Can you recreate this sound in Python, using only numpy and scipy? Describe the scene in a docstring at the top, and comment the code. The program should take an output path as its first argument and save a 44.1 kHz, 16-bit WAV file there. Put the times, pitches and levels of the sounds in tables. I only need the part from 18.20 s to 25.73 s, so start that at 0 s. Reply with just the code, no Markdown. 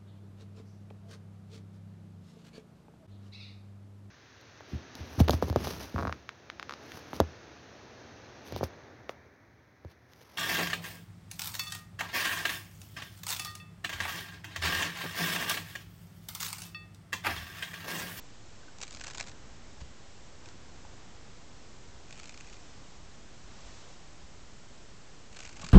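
"""A quiet room rumbles under steady microphone hiss, and a hand-held camera clicks softly.
At 0.6 s a large spider, prodded with a pencil, dashes over textured wallpaper: its claws tick and
scrape, and the paper rings faintly. Fingers bump the camera and a sleeve rustles as the arm moves.
A second dash comes at 3.9 s, followed by more rustle and low bumps. The third starts at 7.1 s
and ends among camera knocks and a brief swell of the room."""
import sys
import numpy as np
from scipy import signal
from scipy.fft import rfft, irfft, next_fast_len
from scipy.io import wavfile

SR = 44100
rng = np.random.default_rng(int(sys.argv[2]) if len(sys.argv) > 2 else 0)


def master_out(mix):
    """Clip the mix to full scale and print it as 16-bit PCM to the path in sys.argv[1]."""
    frames = np.transpose(np.atleast_2d(mix))
    ceiling = np.clip(frames, -1, 1)
    pcm = np.round(ceiling * 32767).astype(np.int16)
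    wavfile.write(sys.argv[1], SR, pcm)


N = 332073

# Tone of the room's rumble, its air and the microphone's hiss: frequency_hz, gain_db
RUMBLE_EQ = [(10, -30), (18, -3), (28, 1.5), (45, -1.5), (70, -1), (100, -4), (150, -9), (260, -26),
             (500, -65)]
AIR_EQ = [(60, -6.5), (140, 1), (250, 0.5), (500, -4.5), (1000, -9), (2000, -12.5), (4000, -23.5)]
HISS_EQ = [(100, -2.5), (800, 2.5), (1900, -1.5), (2300, -1.1), (3000, 0.5), (4300, 0), (5500, 0),
           (7000, -0.5), (8500, 1)]
# Gentle swells of rumble and air: middle_s, half_length_s, rise_db
ROOM_SWELLS = [(1.2, .3, 2.5), (2.594, 0.32, 1.5), (4.4, 1.5, 1), (7.5, 0.13, 4)]
# Bumps and clicks of the camera body: start_s, level_db, pitch_hz, t60_s
CAMERA_BUMPS = [(.432, -52, 1530, 0.043), (0.4815, -46, 1510, .05), (.602, -45, 930, 0.022),
                (1.611, -33.5, 64, 0.18), (1.617, -36.5, 151, 0.069), (2.270, -46.5, 129, 0.075),
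                (2.274, -42, 347, 0.039), (2.276, -49, 910, .03), (2.6495, -42.5, 835, 0.034),
                (2.650, -51, 1250, 0.023), (5.235, -41.5, 47.6, 0.27), (5.44, -43, 45, 0.4),
                (6.035, -39, 60, 0.12), (7.392, -44, 74, 0.23), (7.432, -37.5, 1091, 0.035),
                (7.433, -42, 640, .035), (7.437, -35.5, 159, 0.093)]
# Firm footfalls: start_s, level_db, scrape_s
FIRM_STEPS = [(.585, -46, .002), (.614, -37.5, 0.0022), (.617, -37.5, .002), (.627, -36.5, .0042),
              (0.633, -34.5, 0.0028), (0.679, -40.5, 0.0021), (.708, -43.5, 0.0036), (.727, -43, 0.0027),
              (.740, -46, .002), (.748, -41.5, .0034), (.770, -45, .0036), (.797, -44, .003),
              (.808, -43, 0.0027), (.812, -37, 0.0023), (0.838, -41, 0.0065), (.844, -41, .003),
              (.865, -42, .002), (.869, -34.5, 0.0017), (0.879, -41, 0.0086), (.900, -41, .0025),
              (0.908, -43.5, .005), (.947, -42, .008), (.974, -41.5, 0.0034), (.981, -36, .0028),
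              (.997, -35, 0.0018), (1.0006, -31, .002), (1.0089, -29.5, 0.0019), (1.027, -42.5, 0.0024),
              (1.040, -49, .0035), (1.072, -47, 0.0046), (1.081, -47.5, 0.0086), (1.095, -46, 0.0021),
              (2.258, -47.5, 0.0023), (2.287, -47.5, .002), (3.908, -46, 0.0029), (3.926, -42, 0.0022),
              (3.985, -48, 0.0018), (3.997, -42, 0.0031), (4.032, -47, 0.0029), (4.056, -46, 0.0037),
              (4.094, -39.5, 0.0016), (4.175, -45.5, 0.0026), (4.203, -48, .0018), (4.208, -42, 0.0018),
              (4.273, -47, .0015), (4.328, -47.5, 0.0016), (7.167, -45.5, 0.0063), (7.189, -45.5, 0.007),
              (7.203, -42.5, 0.0043), (7.234, -45, 0.0016), (7.252, -37.5, 0.0013), (7.262, -48, 0.0046),
              (7.275, -43, 0.0015), (7.370, -45, 0.0017), (7.414, -45.5, 0.014), (7.444, -42, .007),
              (7.464, -42, 0.0046), (7.488, -39, 0.0036), (7.518, -45.5, 0.0036)]
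# Runs of light leg touches, each on its own patch of wall; the first two make one dash:
# start_s, end_s, touch_level_db, scrape_s, paper_ring_db, wall_tap_db
RUNS = [(.6, 0.798, -52, .003, -12, -11), (0.804, 1.107, -51, .004, -7, -5),
        (3.88, 4.379, -53.5, 0.0029, -2, -7.5), (7.134, 7.53, -51.5, 0.0066, -2, -5.5)]
# Bright tone of a claw on the grain: frequency_hz, gain_db
CLAW_EQ = [(300, -11), (700, -6), (1700, -13.5), (2600, 0), (3400, -1), (4200, -0.5), (5600, -1.5),
           (7200, 0.5), (8200, 0.5), (10000, 6)]
# Resonances of the ringing paper and the dull wall behind it: pitch_hz, width_hz, gain_db
PAPER_MODES = [(2360, 520, 3), (2840, 670, -2), (4410, 300, -7.5), (6600, 270, -2)]
WALL_MODES = [(743, 310, -2.5), (1100, 190, 0.5), (1480, 300, 2), (2360, 400, -4.5)]
# Strokes of the sleeve: middle_s, half_length_s, level_db
SLEEVE_STROKES = [(1.613, 0.0073, -52.5), (2.276, .04, -62), (2.7, 0.18, -68), (4.404, 0.27, -61.5),
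                  (5.52, 0.21, -56.5)]
# Tone of sliding cloth: frequency_hz, gain_db
CLOTH_EQ = [(150, -6), (350, -0.5), (800, 5), (1300, 0), (2200, -2.5), (4000, -2), (6000, -1.5),
            (8500, -5.5)]
# Treble roll-off of the camera's microphone: frequency_hz, gain_db
MIC_EQ = [(7400, 0.5), (7800, -3.5), (8200, -8.5), (8500, -17), (8800, -27.5), (9100, -45.5)]

TOP_HZ = 9150  # hard high cut
TOUCHES_PER_S = 70  # light touches of all eight legs
RING_LOSS_DB, CLEAN_TAP_S = 5, .0024  # paper ring lost per doubling of a scrape beyond a clean tap


def amp(db):
    """Decibels to gain."""
    return 10 ** (np.asarray(db) / 20)


def unit(x):
    """Scale to rms 1."""
    return x / np.sqrt(np.mean(np.abs(x) ** 2) + 1e-20)


def eq_gain(curve, hz):
    """Gain of an EQ curve, its points joined on a log frequency axis."""
    points_hz, db = np.transpose(curve)
    return amp(np.interp(np.log(hz + 1), np.log(points_hz + 1), db))


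def resonances(modes, hz):
    """Summed response of band-pass resonators of alternating polarity."""
    return sum((-1) ** k * amp(db) * 1j * hz * width / (pitch * pitch - hz * hz + 1j * hz * width)
               for k, (pitch, width, db) in enumerate(modes))


def colour(x, response, table):
    """Filter x by a table's EQ curve or resonances, with the high cut."""
    size = next_fast_len(len(x) + SR // 8)
    hz = np.fft.rfftfreq(size, 1 / SR)
    return irfft(rfft(x, size) * response(table, hz) * (hz < TOP_HZ), size)[:len(x)]


def noise(curve):
    """A bed of coloured noise, rms 1."""
    return unit(colour(rng.standard_normal(N), eq_gain, curve))


def swell(middle_s, half_length_s):
    """A bell-shaped fade in and out."""
    t = np.arange(N) / SR
    return np.exp(-.5 * ((t - middle_s) / half_length_s) ** 2)


def add(track, start_s, sound):
    """Mix a sound into the track."""
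    part = track[max(round(start_s * SR), 0):][:len(sound)]
    part += sound[:len(part)]


def room_tone(rumble_db=-58, air_db=-58.5, hiss_db=-59):
    """Low rumble and room air swell gently under the even hiss of the microphone."""
    swell_db = sum(db * swell(middle, half) for middle, half, db in ROOM_SWELLS)
    room = amp(rumble_db) * noise(RUMBLE_EQ) + amp(air_db) * noise(AIR_EQ)
    return amp(swell_db) * room + amp(hiss_db) * noise(HISS_EQ)


def camera_handling(roughness=.3):
    """Fingers shift on the camera: each bump rings one damped, slightly unsteady mode."""
    body, t = np.zeros(N), np.arange(SR // 3) / SR
    for start_s, db, hz, t60_s in CAMERA_BUMPS:
        phase_drift = roughness * np.cumsum(rng.standard_normal(len(t))) * np.sqrt(hz / SR)
        envelope = amp(db - 60 * t / t60_s) * (1 - np.exp(-2 * t * hz))
        add(body, start_s, envelope * np.sin(2 * np.pi * hz * t + phase_drift))
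    return body


def grit(size, spread_db):
    """Tiny slips of very uneven strength, rms 1."""
    return unit(rng.standard_normal(size) * amp(spread_db * rng.standard_normal(size)))


def footfall(scrape_s, ring_db, tap_db, tail_db=-16, tail_t60_s=.048, attack_s=.00016):
    """A claw catches on the grain in a short run of slips that shake paper and wall."""
    t = np.arange(SR // 16) / SR
    grip = np.exp(-(t / scrape_s) ** 2) + amp(tail_db - 60 * t / tail_t60_s)
    grip *= 1 - np.exp(-t / attack_s)
    claw = unit(colour(grip * grit(len(t), spread_db=3), eq_gain, CLAW_EQ))
    paper = unit(colour(grip * grit(len(t), spread_db=3), resonances, PAPER_MODES))
    wall = unit(colour(grip * grit(len(t), spread_db=3), resonances, WALL_MODES))
    tick = claw + amp(ring_db) * paper + amp(tap_db) * wall
    return unit(tick) * np.sqrt(np.mean(grip ** 2))


def spider(step_boost_db=1, scatter_db=3.5, stumble=.4):
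    """Firm footfalls over a quick, uneven patter of the other legs; the patch of wall colours both."""
    feet, runs = np.zeros(N), np.array(RUNS)
    for start_s, db, scrape_s in FIRM_STEPS:
        distance_s = np.abs(np.clip(start_s, runs[:, 0], runs[:, 1]) - start_s)
        *_, ring_db, tap_db = runs[np.argmin(distance_s)]  # the nearest run sets the tone
        damping_db = RING_LOSS_DB * np.log2(max(scrape_s / CLEAN_TAP_S, .5))
        add(feet, start_s, amp(db + step_boost_db) * footfall(scrape_s, ring_db - damping_db, tap_db))
    for start_s, end_s, db, scrape_s, ring_db, tap_db in RUNS:
        for beat_s in np.arange(start_s, end_s, 1 / TOUCHES_PER_S):
            late, weight = rng.standard_normal(2)
            touch = amp(db + scatter_db * weight) * footfall(scrape_s, ring_db, tap_db)
            add(feet, beat_s + stumble * late / TOUCHES_PER_S, touch)
    return feet


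def room_echo(x, wet_db=-14, t60_s=.099, predelay_s=.004):
    """The small room answers with a short diffuse tail."""
    t = np.arange(SR // 3) / SR
    tail = rng.standard_normal(len(t)) * amp(-60 * t / t60_s) * (t > predelay_s)
    return amp(wet_db) * signal.fftconvolve(x, tail / np.linalg.norm(tail))[:N]


def sleeve():
    """Cloth slides in soft swells as the arm moves."""
    return noise(CLOTH_EQ) * sum(amp(db) * swell(middle, half) for middle, half, db in SLEEVE_STROKES)


def scene():
    """Mono mix of room, camera, sleeve and spider, with echo on the feet alone."""
    backdrop = room_tone() + camera_handling() + sleeve()
    feet = spider()
    return (backdrop + feet + room_echo(feet))[None]


def record(dry):
    """The camera rolls off the treble and adds a small DC offset."""
    dc_offset = .0043
    return colour(dry[0], eq_gain, MIC_EQ)[None] + dc_offset


dry = scene()
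out = record(dry)
master_out(out)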